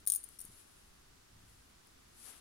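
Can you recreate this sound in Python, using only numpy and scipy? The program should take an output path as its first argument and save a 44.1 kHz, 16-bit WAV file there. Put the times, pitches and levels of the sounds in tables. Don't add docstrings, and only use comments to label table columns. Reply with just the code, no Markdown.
import sys
import numpy as np
from scipy import signal
from scipy.fft import rfft, irfft, next_fast_len
from scipy.io import wavfile
from scipy.ndimage import map_coordinates

SR = 44100
rng = np.random.default_rng(int(sys.argv[2]) if len(sys.argv) > 2 else 0)


def gain_from_db(level_db):
    decades = np.asarray(level_db, float) / 20
    return 10 ** decades


def unload_audio(sound):
    columns = np.transpose(np.atleast_2d(sound))
    steps = np.round(np.clip(columns, -1, 1) * 32767)
    wavfile.write(sys.argv[1], SR, steps.astype(np.int16))


N = 106104

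# frequency in Hz, density in dB per Hz.
HUSH_COMMON = [(90, 1.5), (330, 4.5), (560, -5), (1300, 1), (2300, -5), (5000, -4), (10000, -9),
               (16000, -17.5)]
# frequency in Hz, density in dB per Hz.
HUSH_OPPOSED = [(20, 0), (130, -1), (330, 1), (700, -0.5), (1300, -4), (2300, -5), (9000, -8.5),
                (16000, -18.5)]
# time in seconds, level in dB, left-right difference in dB.
HAND_STROKES = [(0, -63, 6), (.06, -87, -2), (.2, -60, -2), (.27, -72.5, 16), (.33, -65.5, 12),
                (.47, -64, 3), (.57, -60, 6), (.68, -72.5, 13.5), (.8, -69, 4), (.95, -81, 14),
                (1.3, -91, 13), (1.5, -71, 12.5), (1.75, -80, 1), (2.1, -75, 2), (2.2, -59.5, 8),
                (2.27, -55, 14), (2.34, -56.5, 6.5), (2.41, -71, 10)]
# frequency in Hz, level in dB.
FIBRE_COLOUR = [(2000, -16), (6000, -12.5), (8400, -8), (10300, 0), (11600, -7.5), (13500, -18),
                (16000, -40)]
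# frequency in Hz, level in dB.
SLEEVE_COLOUR = [(150, -5), (280, 8.5), (600, 1), (1000, 5.5), (3600, 1.5), (6000, -4.5), (9000, -16),
                 (14000, -36)]
# time in seconds, peak level in dB, pitch in Hz.
STAND_BUMPS = [
    (0.449, -52, 217),
    (0.491, -57, 132),
    (0.501, -51, 183),
    (0.509, -56.5, 112),
    (1.333, -58, 89),
    (1.364, -54, 87),
    (1.408, -58, 91.5),
    (1.438, -54, 132),
    (1.591, -57.5, 90),
    (2.07, -60, 88),
]
# frequency in Hz, level in dB.
RUMBLE_COLOUR = [(15, 2), (60, 2), (110, -6), (260, -13), (400, -25), (520, -42)]
# time in seconds, rumble level in dB.
TABLE_LEANING = [(0, -68.5), (.3, -70.5), (.48, -67), (.6, -71), (1.1, -66.5), (1.22, -71.5), (1.36, -65),
                 (1.6, -66.5), (1.75, -67), (2.07, -72), (2.15, -70.5), (2.4, -70)]
# time in seconds, ring level in dB, left-right difference in dB,
# bare tick over the ring in dB, gain of the rim family of modes in dB.
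BEAD_CONTACTS = [(.0535, -63, 7, 29, 0), (.0640, -43, 11, 19, -2), (.0668, -42, 2, 0, 6),
                 (.0731, -25.5, 8, 3, 5), (.0738, -30, 6, 25.5, -4), (0.0756, -27, 10.5, 0, 1),
                 (.0840, -31, 12, 4, 3), (.0868, -39, 3, 13, 11), (.1000, -22, 2.5, 11, -2),
                 (.1008, -28, 18, 16.5, -1.5), (.1024, -34, 7, -3, 7), (.1205, -23.5, 11.5, -1, -1),
                 (.1366, -28, 9, 13, 3), (.1495, -36.5, 6.5, 27.5, 16), (.1598, -34, 14, 20, 10),
                 (.2325, -64, 9, 32, 3), (.2388, -43.5, 12, 8, 4), (.2412, -44.5, 16, -6, 9),
                 (.2893, -62.5, 23, 30.5, 0), (.3883, -48, 8, 7, -13), (.3915, -44, 12, 6, -3),
                 (.4033, -45, 18.5, 18, 4), (.4085, -57, 13, 13, -14), (0.4141, -42.5, 10, 5, 8),
                 (.4215, -60, 19, 10, 11), (.4255, -61, 5, 7, 9), (.4392, -69, 8, 22, 0),
                 (.4405, -55, 14, 26, -4), (.4508, -53.5, 9, 9, 21), (1.872, -73.5, 16, 30, 0)]
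MODE_HZ = [3800, 4385, 5600, 6620, 7600, 9070, 9190, 9367, 10960, 12150, 12410, 13550, 14420, 14990]
# level in dB, t60 in seconds, left-right difference in dB, family weight, positive for the
DISH_MODES = [(-19, 0.0097, -6.5, -0.58), (-37, 0.09, 5, 0.092), (-24, 0.03, 0, -1.6), (-29, 0.08, -8, 1),
              (-31, 0.0066, 7, 0), (2, .013, -1.5, 0.4), (-17, 0.07, 5, 0), (-3, 0.028, 1.5, -0.15),
              (-14, 0.04, 5.5, 1), (-25.5, .04, 10, -1.4), (-26, 0.04, 5, 0), (-12, 0.028, -3, 0.85),
              (-8, 0.025, 0, 0.47), (-25, 0.018, -4, 0.61)]
# frequency in Hz, level in dB.
TICK_COLOUR = [(1500, -49), (2900, -34.5), (3800, -15.5), (7500, -23), (9500, 9), (11500, 3),
               (14500, -14.5), (16000, -19)]
# frequency in Hz, level in dB.
CHATTER_COLOUR = [(2300, -29), (3300, -2), (4400, -7), (5600, 4), (7000, 3), (8500, -32)]
# frequency in Hz, level in dB.
THUD_COLOUR = [(700, -50), (1150, -4), (2200, 0), (3500, -6), (6000, -14)]
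# delay in seconds, left level in dB, right level in dB.
WALL_ECHOES = [(.0108, -33, -24), (.0125, -34, -37), (.0215, -47, -19), (.031, -37, -28)]
# frequency in Hz, t60 in seconds.
ROOM_DECAY = [(2000, 0.12), (9000, 0.35), (15000, 0.1)]
ROOM_LEVEL_DB = [-12.5, -16]
# time in seconds, frequency in Hz.
ENGINE_HZ = [(1.3, 54.15), (1.65, 49.2)]
# time in seconds, half width in seconds, depth in dB.
GAIN_DIPS = [
    (0.0603, 0.0013, 25),
    (0.3845, 0.0016, 10),
]


def clock():
    return np.arange(N) / SR


def unit(x):
    return x / np.sqrt(np.mean(x ** 2) + 1e-20)


def along(points, hz):
    f, v = np.transpose(points)
    return np.interp(np.log(hz + 1), np.log(f + 1), v)


def coloured(x, spectrum):
    m = next_fast_len(x.shape[-1] + SR // 10)
    gain = gain_from_db(along(spectrum, np.fft.rfftfreq(m, 1 / SR)))
    return irfft(rfft(x, m) * gain, m)[..., :x.shape[-1]]


def struck(x, spectrum):
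    m = 4096
    cep = irfft(np.log(gain_from_db(along(spectrum, np.fft.rfftfreq(m, 1 / SR)))), m)
    cep = cep * np.r_[1, np.full(m // 2 - 1, 2), 1, np.zeros(m // 2 - 1)]
    response = irfft(np.exp(rfft(cep)), m)[None, :m // 8]
    return signal.fftconvolve(x, response, axes=1)[:, :x.shape[1]]


def wobble(rate):
    return map_coordinates(rng.standard_normal(N // 20), [clock() * rate])


def noise(spectrum, channels=2):
    return unit(coloured(rng.standard_normal((channels, N)), spectrum))


def sides(pan_db):
    return gain_from_db(np.array([pan_db / 2, -pan_db / 2]))


def hush():
    mid = gain_from_db(-67.5 + 0.16 * wobble(3.45)) * noise(HUSH_COMMON, channels=1)[0]
    side = gain_from_db(-67.5 + 0.24 * wobble(15)) * noise(HUSH_OPPOSED, channels=1)[0]
    return np.array([mid + side, mid - side])


def hands():
    t = clock()
    s, level_db, pan_db = np.transpose(HAND_STROKES)
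    grain = gain_from_db(2.0 * wobble(40.18) + 0.62 * wobble(600))
    fizz = unit(grain * noise(FIBRE_COLOUR))
    fizz = gain_from_db(np.interp(t, s, level_db)) * sides(np.interp(t, s, pan_db)) * fizz

    middle_s, half_s, sleeve_db, sleeve_pan_db = 2.31, 0.077, -63.5, 7
    swell = np.exp(-((t - middle_s) / half_s) ** 2) * gain_from_db(sleeve_db + 1.8 * wobble(250))
    brush = 0.9 * noise(SLEEVE_COLOUR) + 0.62 * noise(SLEEVE_COLOUR, channels=1)
    return fizz + swell * sides(sleeve_pan_db)[:, None] * brush


def handling():
    t = clock()
    width_cycles, swing_db = 0.19, 2
    pushes = np.zeros(N)
    for s, db, hz in STAND_BUMPS:
        u = t - s
        pulse = np.exp(-.5 * (u * hz / width_cycles) ** 2)
        pushes += gain_from_db(db) * pulse * np.cos(2 * np.pi * hz * u)
    rumble_db = np.interp(t, *np.transpose(TABLE_LEANING)) + swing_db * wobble(7.2)
    return pushes + gain_from_db(rumble_db) * noise(RUMBLE_COLOUR, channels=1)


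def dish_ring(u, stirred, rim_db, lead):
    hz = np.array(MODE_HZ)
    db, t60, pan_db, family = np.transpose(DISH_MODES)
    scatter_db, scatter_turns, wander_hz, attack_s = 1.2, .05, 5, .0002
    after_db, after_longer = -19, 2.5
    stir_dull_db, stir_damp = 9, .7
    life = (t60 * (stir_damp if stirred else 1))[:, None]
    mode_db = db + rim_db * family - stir_dull_db * stirred * (hz > hz[-3])
    size = gain_from_db(mode_db + scatter_db * rng.standard_normal(len(hz))) * sides(pan_db)

    turns = hz[:, None] * u + scatter_turns * rng.standard_normal((len(hz), 1))
    steps = rng.standard_normal((len(hz), len(u))) * (u > 0)
    wander = np.sqrt(2 * np.pi * wander_hz / SR) * np.cumsum(steps, 1)
    phase = 2 * np.pi * turns + lead[..., None] + wander

    decay = gain_from_db(-60 * u / life) + gain_from_db(after_db - 60 * u / life / after_longer)
    return np.sum(size[..., None] * decay * np.sin(phase), 1) * (1 - np.exp(-u / attack_s))


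def contact_tick(u):
    t60_s, snap = .0034, 2.5
    burst = rng.standard_normal(len(u)) + .5 * rng.standard_normal((2, len(u)))
    burst[:, np.argmax(u > 0)] += snap * 2
    tick = struck(burst * gain_from_db(-60 * u / t60_s) * (u > 0), TICK_COLOUR)
    return tick / np.abs(tick).max(1, keepdims=True)


def bead_chatter(u):
    level_db, t60_s = -27, .06
    rattle = unit(struck(rng.standard_normal((2, len(u))), CHATTER_COLOUR))
    return rattle * gain_from_db(level_db - 60 * u / t60_s) * (u > 0)


def dish():
    out = np.zeros((2, N + SR))
    t = np.arange(SR // 5) / SR
    stir_s = .2
    lead = rng.uniform(-0.93, 1, len(MODE_HZ)) * np.array([[1], [-1]])
    for s, level_db, where_db, tick_db, rim_db in BEAD_CONTACTS:
        start = int(s * SR) - 100
        u = np.clip(t + start / SR - s, 0, None)
        sound = dish_ring(u, s > stir_s, rim_db, lead) + bead_chatter(u)
        sound = sound + gain_from_db(tick_db - 12.5) * contact_tick(u)
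        out[:, start:start + len(t)] += gain_from_db(level_db) * sides(where_db)[:, None] * sound
    return out[:, :N]


def thud():
    start_s, level_db, hz, t60_s = .0733, -49, 1920, 0.0061
    u = clock() - start_s
    puff = np.sin(2 * np.pi * hz * u) + .5 * rng.standard_normal((2, N))
    puff = struck(puff * gain_from_db(-60 * np.abs(u) / t60_s) * (u > 0), THUD_COLOUR)
    return gain_from_db(level_db) * puff / np.abs(puff).max()


def room(x):
    hz, t, z = signal.stft(rng.standard_normal((2, SR // 2)), SR, nperseg=256)
    tail = signal.istft(z * gain_from_db(-60 * t / along(ROOM_DECAY, hz)[:, None]), SR, nperseg=256)[1]
    tail = tail / np.linalg.norm(tail[0])
    gap = round(0.0022 * SR)
    source = np.pad(x.mean(0), (gap, 0))[None]
    wet = signal.fftconvolve(source, tail, axes=1)[:, :N]
    walls = np.zeros((2, N))
    for s, left_db, right_db in WALL_ECHOES:
        walls += gain_from_db([[left_db], [right_db]]) * np.roll(x[0], round(s * SR))
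    return gain_from_db(ROOM_LEVEL_DB)[:, None] * wet + walls


def drone():
    t = clock()
    middle_s, half_s, level_db, second_db = 1.46, 0.135, -69, 2
    firing_hz = np.interp(t, *np.transpose(ENGINE_HZ)) + 1.59 * wobble(12.03)
    turn = 2 * np.pi * np.cumsum(firing_hz) / SR
    swell = np.exp(-((t - middle_s) / half_s) ** 4) * gain_from_db(level_db + 2.3 * wobble(20))
    return swell * (np.sin(turn) + gain_from_db(second_db) * np.sin(2 * turn))


def scene():
    background = hush() + hands() + handling()
    bead = dish() + thud()
    return background + bead + room(bead) + drone()


def low_pass(x):
    return signal.sosfilt(signal.butter(12, 16320, fs=SR, output="sos"), x)


def record(dry):
    t = clock()
    dip_db = sum(db * np.exp(-.5 * ((t - s) / w) ** 2) for s, w, db in GAIN_DIPS)
    top_hz = 16150
    mix = coloured(dry * gain_from_db(-dip_db), [(top_hz - 300, 0), (top_hz, -60)])
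    return low_pass(mix)


dry = scene()
out = record(dry)
unload_audio(out)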